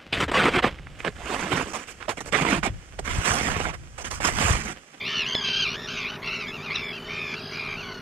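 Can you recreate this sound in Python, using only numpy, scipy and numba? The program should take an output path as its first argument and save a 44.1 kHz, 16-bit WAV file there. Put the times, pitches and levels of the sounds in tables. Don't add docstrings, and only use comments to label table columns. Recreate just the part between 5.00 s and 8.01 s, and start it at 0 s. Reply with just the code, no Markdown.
import sys
import numpy as np
from scipy import signal
from scipy.fft import rfft, irfft
from scipy.io import wavfile
from scipy.ndimage import uniform_filter1d
from numba import njit

SR = 44100
rng = np.random.default_rng(int(sys.argv[2]) if len(sys.argv) > 2 else 0)


def to_linear_factor(level_db):
    exponent = np.asarray(level_db, float) / 20
    return 10 ** exponent


def digitize_waveform(pressure):
    field = np.atleast_2d(pressure).T
    bounded = np.clip(field, -1, 1)
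    quanta = np.round(bounded * 32767).astype(np.int16)
    wavfile.write(sys.argv[1], SR, quanta)


N = 132741


@njit
def svf(x, hz, width):
    y, b, l = np.empty(len(x)), 0., 0.
    g, k = np.tan(np.pi * hz / SR), width / hz
    for i in range(len(x)):
        v = (b + g * (x[i] - l)) / (1 + g * (g + k))
        b, l, y[i] = 2 * v - b, l + 2 * g * v, k * v
    return y


def level(x, db):
    return x * to_linear_factor(db) / np.sqrt(np.mean(x ** 2))


def walk(rate, n=N):
    hold = int(SR / rate)
    steps = np.repeat(rng.standard_normal(n // hold + 1), hold)
    return 1.324 * uniform_filter1d(uniform_filter1d(steps, hold), hold)[:n]


def ring(x, body):
    return sum((-1) ** k * to_linear_factor(db) * svf(x, 1. * hz, 1. * width) for k, (hz, width, db) in enumerate(body))


def dull(x, hz):
    return svf(x, hz, 3.9 * hz)


def engine():
    # start_s, lead_turns
    crank_lead = [(0, 0.13), (.4, 0.37), (.6, 0.277), (1.1, 0.16), (2.3, .55), (3.01, 0.34)]
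    # place (0-1), thump_db, ring_db
    firings = [(.01, -18, -15.5), (0.21, 1, -19), (.38, -3.5, -13.5), (.53, 1, -21.5), (0.672, 6, -21),
               (0.841, 1.5, -13)]
    # pitch_hz, width_hz, level_db
    exhaust = [(97.2, 7.3, -2), (152.7, 15.4, 0), (241.5, 28.4, -3)]
    hull = [(381, 44, 0.5), (428.8, 25, 1.5), (625.3, 25, -4.5)]
    turns_hz, scatter_db = 18.4, 1
    t = np.arange(N) / SR
    cycle = (turns_hz * t + np.interp(t, *np.array(crank_lead).T)) / 2
    thump, knock = np.zeros((2, N))
    for place, thump_db, ring_db in firings:
        at = np.flatnonzero(np.diff(np.floor(cycle - place + .006 * walk(30))) > 0)
        scatter = scatter_db * rng.standard_normal((len(at), 2)).T
        thump[at] = to_linear_factor(thump_db + scatter[0])
        knock[at] = to_linear_factor(ring_db + scatter[1])
    from_exhaust = level(dull(ring(thump, exhaust), 190.0), -44.5)
    from_hull = level(dull(ring(knock, hull), 390.0), -46)
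    return from_exhaust + from_hull


def water():
    # pitch_hz, level_db (per Hz)
    balance = [(20, -1.5), (70, -7), (400, -11), (1200, -11.5), (2400, -18.5), (5000, -34), (7500, -23)]
    out, swell = 0, walk(2.07)
    f, db = np.array(balance).T
    for hz in 28 * 2 ** np.arange(0, 8.1, .5):
        band = svf(svf(rng.standard_normal(N), hz, hz / 2), hz, hz / 2)
        band_db = np.interp(np.log(hz), np.log(f), db)
        out = out + to_linear_factor(band_db + swell + 2 * walk(14)) * band
    return level(out, -44)


def add(out, trill, tone, curve, hurry=0):
    dip_s, sag_share, edge_s, wobble = .0036, .03, .006, .004
    patchy_db, breath_db, calm_hz = 1.1, -17, 54
    hurry_s, lean = .035, .35
    rate, at, dip, gate_db = trill
    s, hz, db = np.array(curve, float).T
    n = np.arange(max(int((s[0] - edge_s) * SR), 0), min(int((s[-1] + edge_s) * SR), N))
    t, m = n / SR, len(n)
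    rough = rate / calm_hz

    def smooth(values):
        return uniform_filter1d(np.interp(t, s, values), size=500)

    count = (t - at) * rate - hurry * np.exp((s[0] - t) / hurry_s)
    turn = (count + .03 * rough ** 2 * walk(30, m) + .5) % 1 - .5
    notch = np.exp(-abs(turn / min(dip_s * rate, .24) / (1 - lean * np.sign(turn))) ** 3)
    sag = uniform_filter1d(turn % 1 - .5, size=100)
    pitch = smooth(hz) * (1 - dip * notch - sag_share * sag + wobble * rough ** 2 * walk(151.0, m))
    phase = 2 * np.pi * np.cumsum(pitch) / SR
    breath = to_linear_factor(breath_db) * rough * walk(900, m)
    voice = 0
    for k, tone_db in enumerate([tone[0], 0, tone[1], tone[2]]):
        strength = to_linear_factor(tone_db + patchy_db * rough * walk(60.5, m))
        voice = voice + strength * (1 + breath) * np.sin((k + 1) * phase)
    to_edge = np.minimum(n - n[0], (s[-1] + edge_s - t) * SR)
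    edge = np.clip(to_edge / (2 * edge_s * SR), 0, 1)
    out[n] += np.sqrt(2) * voice * edge * to_linear_factor(smooth(db) - gate_db * notch)


def single_cries():
    # (start_s, pitch_hz, level_db)
    cries = [
        ((79, 0.01, .12, 2.9), (-11, -3.5, -12.5), [(0, 1190, -36), (.1, 1194, -38), (.2, 1125, -41), (.33, 1030, -46.5)]),
        ((78, .061, .09, 6), (-21, -9, -16), [(.042, 1250, -30), (.07, 1420, -30), (.125, 1530, -31), (.17, 1490, -26), (.215, 1410, -24), (.252, 1170, -31)]),
        ((78, .1, 0.089, 10), (2.5, -5, -14), [(.08, 1805, -41), (.2, 1798, -42.5), (.3, 1620, -43)]),
        ((88, .274, .14, 14), (-24, -15, -19), [(.258, 1340, -24), (.29, 1610, -26), (.315, 1560, -28), (.345, 1580, -26)]),
        ((32.8, .467, .1, 8.6), (-12.5, -9.5, -19), [(.325, 1500, -30), (.356, 1738, -26), (.42, 1606, -30), (.45, 1595, -26), (.5, 1546, -28), (.6, 1610, -24.5), (.64, 1533, -24), (.665, 1200, -28.5), (.695, 1190, -28.5)]),
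        ((75, .5, 0.16, 6.4), (-23.5, -4.5, -11), [(.44, 1330, -31.5), (.5, 1353, -32.5), (.69, 1407, -32), (.76, 1495, -35)]),
        ((77, 0.92, 0.089, 7.4), (1.8, -7.5, -11.5), [(.74, 1570, -36.5), (.78, 1837, -43.5), (.87, 1803, -40)]),
             ((60, .9, 0.14, 5.5), (-3, -7.5, -9), [(.875, 1406, -34), (.9, 1600, -35), (1.0, 1500, -43.5)]),
        ((104, 1.0, 0.14, 4.7), (-11.5, -5.5, -14.5), [(.885, 1400, -32.5), (1.0, 1230, -36), (1.05, 1120, -33), (1.07, 1290, -32.5), (1.11, 1570, -36)]),
        ((77, 1.05, 0.076, 12), (-23, -22, -15), [(.975, 1430, -29), (1.01, 1310, -34), (1.062, 1220, -35)]),
        ((56, 0.92, 0.076, 7.3), (-1, -14.5, -15), [(1.085, 1500, -41.5), (1.12, 1490, -39.5), (1.152, 1520, -41), (1.176, 1270, -43.5)]),
        ((70, 1.241, 0.11, 7.8), (-7, -4, -6.5), [(1.224, 1080, -37.5), (1.26, 1150, -41), (1.29, 1200, -36)]),
        ((101, 1.31, 0.05, 3.1), (-12, -13, -16), [(1.245, 1351, -40.5), (1.28, 1357, -33.5), (1.34, 1389, -32), (1.41, 1340, -33), (1.45, 1200, -33.5)]),
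        ((50, 1.46, .05, 3), (-5, -8, -24), [(1.465, 1600, -43), (1.49, 1780, -38), (1.515, 1700, -44)]),
        ((51, 1.6, 0.046, 3.7), (-5.5, -9.5, -12.5), [(1.585, 1169, -40.5), (1.62, 1230, -41.5), (1.645, 1420, -41), (1.665, 1370, -39)]),
        ((51, 1.66, 0.049, 3.7), (-9, -11, -24), [(1.655, 1250, -38), (1.71, 1200, -38)]),
             ((43.5, 1.881, 0.14, 18), (-15, -10.5, -28.5), [(1.755, 1980, -29.5), (1.764, 1900, -14.5), (1.775, 1750, -40), (1.79, 1790, -41.5), (1.89, 1716, -37.5), (2.0, 1495, -42.5), (2.2, 1573, -43)]),
        ((80, 1.766, 0.079, 6.1), (-14, -12.5, -13), [(1.705, 1047, -24.5), (1.73, 1202, -32.5), (1.75, 1383, -30.5), (1.815, 1343, -35)]),
        ((39, 1.72, 0.071, 7.7), (-2, -5.5, -15), [(2.06, 1845, -48.5), (2.26, 1772, -46), (2.36, 1687, -42.5)]),
        ((50.3, 2.45, .21, 3), (-2, 5, -14), [(2.365, 1530, -51), (2.42, 1650, -47), (2.6, 1640, -48), (2.65, 1600, -54)]),
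             ((58, 2.6, 0.12, 8.3), (-2, -4.5, -15), [(2.66, 1480, -58), (2.69, 1610, -42), (2.75, 1587, -44), (2.785, 1490, -49)]),
        ((34.5, 2.911, 0.13, 12), (3, -1.7, -13), [(2.77, 1450, -49), (2.9, 1501, -44.5), (3.01, 1427, -48)]),
        ((89, 2.85, 0.062, 3.1), (-1.7, -5.5, -9), [(2.83, 1176, -40), (2.88, 1117, -44), (2.93, 1050, -45)]),
    ]
    out = np.zeros(N)
    for cry in cries:
        add(out, *cry)
    return out


def flock(count=44):
    out = np.zeros(N)
    for k, (a, b, c, d) in enumerate(rng.random((count, 4))):
        s = (k + a) / count * N / SR - .1
        hz = np.interp(b, [0, 1], (1104, 1768.4))
        length = np.interp(c, [0, 1], (.15, 0.3))
        db = -42 + 6 * d
        arch = [(s, .88 * hz, db - 15.0), (s + 0.34 * length, hz, db), (s + length, 0.75 * hz, db - 14.0)]
        add(out, (40 + 50 * d, s, .14, 6), (-2, -3, -9), arch)
    return out


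def knocks():
    # start_s, level_db (peak)
    taps = [
        (.3522, -12),
        (.4873, -20),
    ]
    # pitch_hz, level_db, fade_s (time to fall 60 dB)
    tap_rings = [(650, -13, .012), (2050, -7, .007), (3300, -7, .008), (4100, -4, .005)]
    push_db, push_s, rise_s = -9, .0005, .0005
    out, t = np.zeros(N), np.arange(-200, 900) / SR
    tap = to_linear_factor(push_db) * np.exp(-((t + push_s / 2) / push_s) ** 2)
    for hz, db, t60 in tap_rings:
        fade = np.where(t < 0, np.exp(t / rise_s), to_linear_factor(-60 * t / t60))
        tap = tap + to_linear_factor(db) * np.cos(2 * np.pi * hz * t) * fade
    for s, db in taps:
        out[((s + t) * SR).round().astype(int)] += to_linear_factor(db) * tap
    return out


def repeating_bird():
    # start_s, rasp_length_s, one_dip_s, dips_per_s, level_db
    calls = [
        (1.265, .25, 1.48, 85, -36),
        (1.68, .245, 1.876, 83, -34.5),
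        (2.082, .266, 2.288, 80, -31),
        (2.513, .249, 2.711, 75.3, -31.5),
    ]
    # share_of_length, pitch_hz, level_db
    rasp = [(0, 1089, -4), (.12, 1192, -1), (.3, 1225, -0.5), (.6, 1235, 0.5), (1, 1184, 1)]
    # start_s (after the rasp), pitch_hz, level_db
    ending = [(0, 1300, -1), (.032, 1420, 0.), (.05, 1360, -.5), (.066, 1190, -3)]
    effort_per_db, hurry_turns, ending_db = .015, .8, -36
    out = np.zeros(N)
    for s, length, at, rate, db in calls:
        up = 1 + effort_per_db * (db + 31)
        rasp_curve = [(s + length * u, hz * up, db + d) for u, hz, d in rasp]
        add(out, (rate, at, .14, 11.5), (-16, -32, -37), rasp_curve, hurry_turns)
        ending_curve = [(s + length + u, hz, ending_db + d) for u, hz, d in ending]
        add(out, (rate, at, .04, 5), (-12.5, -17, -21.5), ending_curve)
    return out


def scatter_off_shore(birds):
    t = np.arange(SR // 3) / SR
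    t60_s = .1
    tail = level(rng.standard_normal(len(t)) * to_linear_factor(-60 * t / t60_s), -19) / np.sqrt(len(t))
    return signal.fftconvolve(birds, tail)[:N]


def scene():
    boat = engine() + water()
    near = single_cries() + repeating_bird()
    stir = np.sqrt(uniform_filter1d(near ** 2, size=350).clip(0))
    birds = near + flock() * np.clip(stir / to_linear_factor(-29.5), .04, .75)
    mono = boat + birds + scatter_off_shore(birds) + knocks()
    return np.array([mono, mono])


def roll_off(x):
    return signal.sosfilt(signal.butter(12, 15260, fs=SR, output="sos"), x)


def record(dry):
    # start_s, end_s
    dropouts = [(.38, .635), (1.76, 1.81), (2.41, 2.51), (2.83, 3.05)]
    low, start, gap, top = 7600, 8050, 11850, 15050
    hiss_db, copy_db, click_lift_db = -62, -36, 14
    f, x, t = np.fft.rfftfreq(N, 1 / SR), dry[0], np.arange(N) / SR

    def shift(hz):
        return x * np.cos(2 * np.pi * hz * t)

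    sharp = np.clip((uniform_filter1d(abs(x), size=40) - .115) / .03, 0, 1)
    copies = shift(6700) + .5 * sharp * shift(10100)
    lift = to_linear_factor(copy_db + click_lift_db * sharp) * copies
    high = rfft(lift + to_linear_factor(hiss_db) * rng.standard_normal(N))
    high = high * (f > start) * np.clip(abs(f - gap) / 120, 0, 1)
    whole = rfft(x) * np.clip((low - f) / 1800, 0, 1) ** 0.54 + high
    edges = np.arange(low - 2000, top, 400)
    y = irfft(whole * (f < edges[0]), N)
    gone = uniform_filter1d(sum((s < t) & (t < e) for s, e in dropouts) * 1., size=400)
    for hz in edges:
        loss = (0.3 + 4 * gone) * (hz < low) * ((hz - edges[0]) / 1600) ** 2
        kept = np.clip(3 * (walk(18) + 1.48 - loss), 0, 1)
        band = irfft(whole * (f >= hz) * (f < min(hz + 400, top)), N)
        y = y + kept * to_linear_factor(2.5 * walk(40)) * band
    return roll_off(np.array([y, y]))


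dry = scene()
out = record(dry)
digitize_waveform(out)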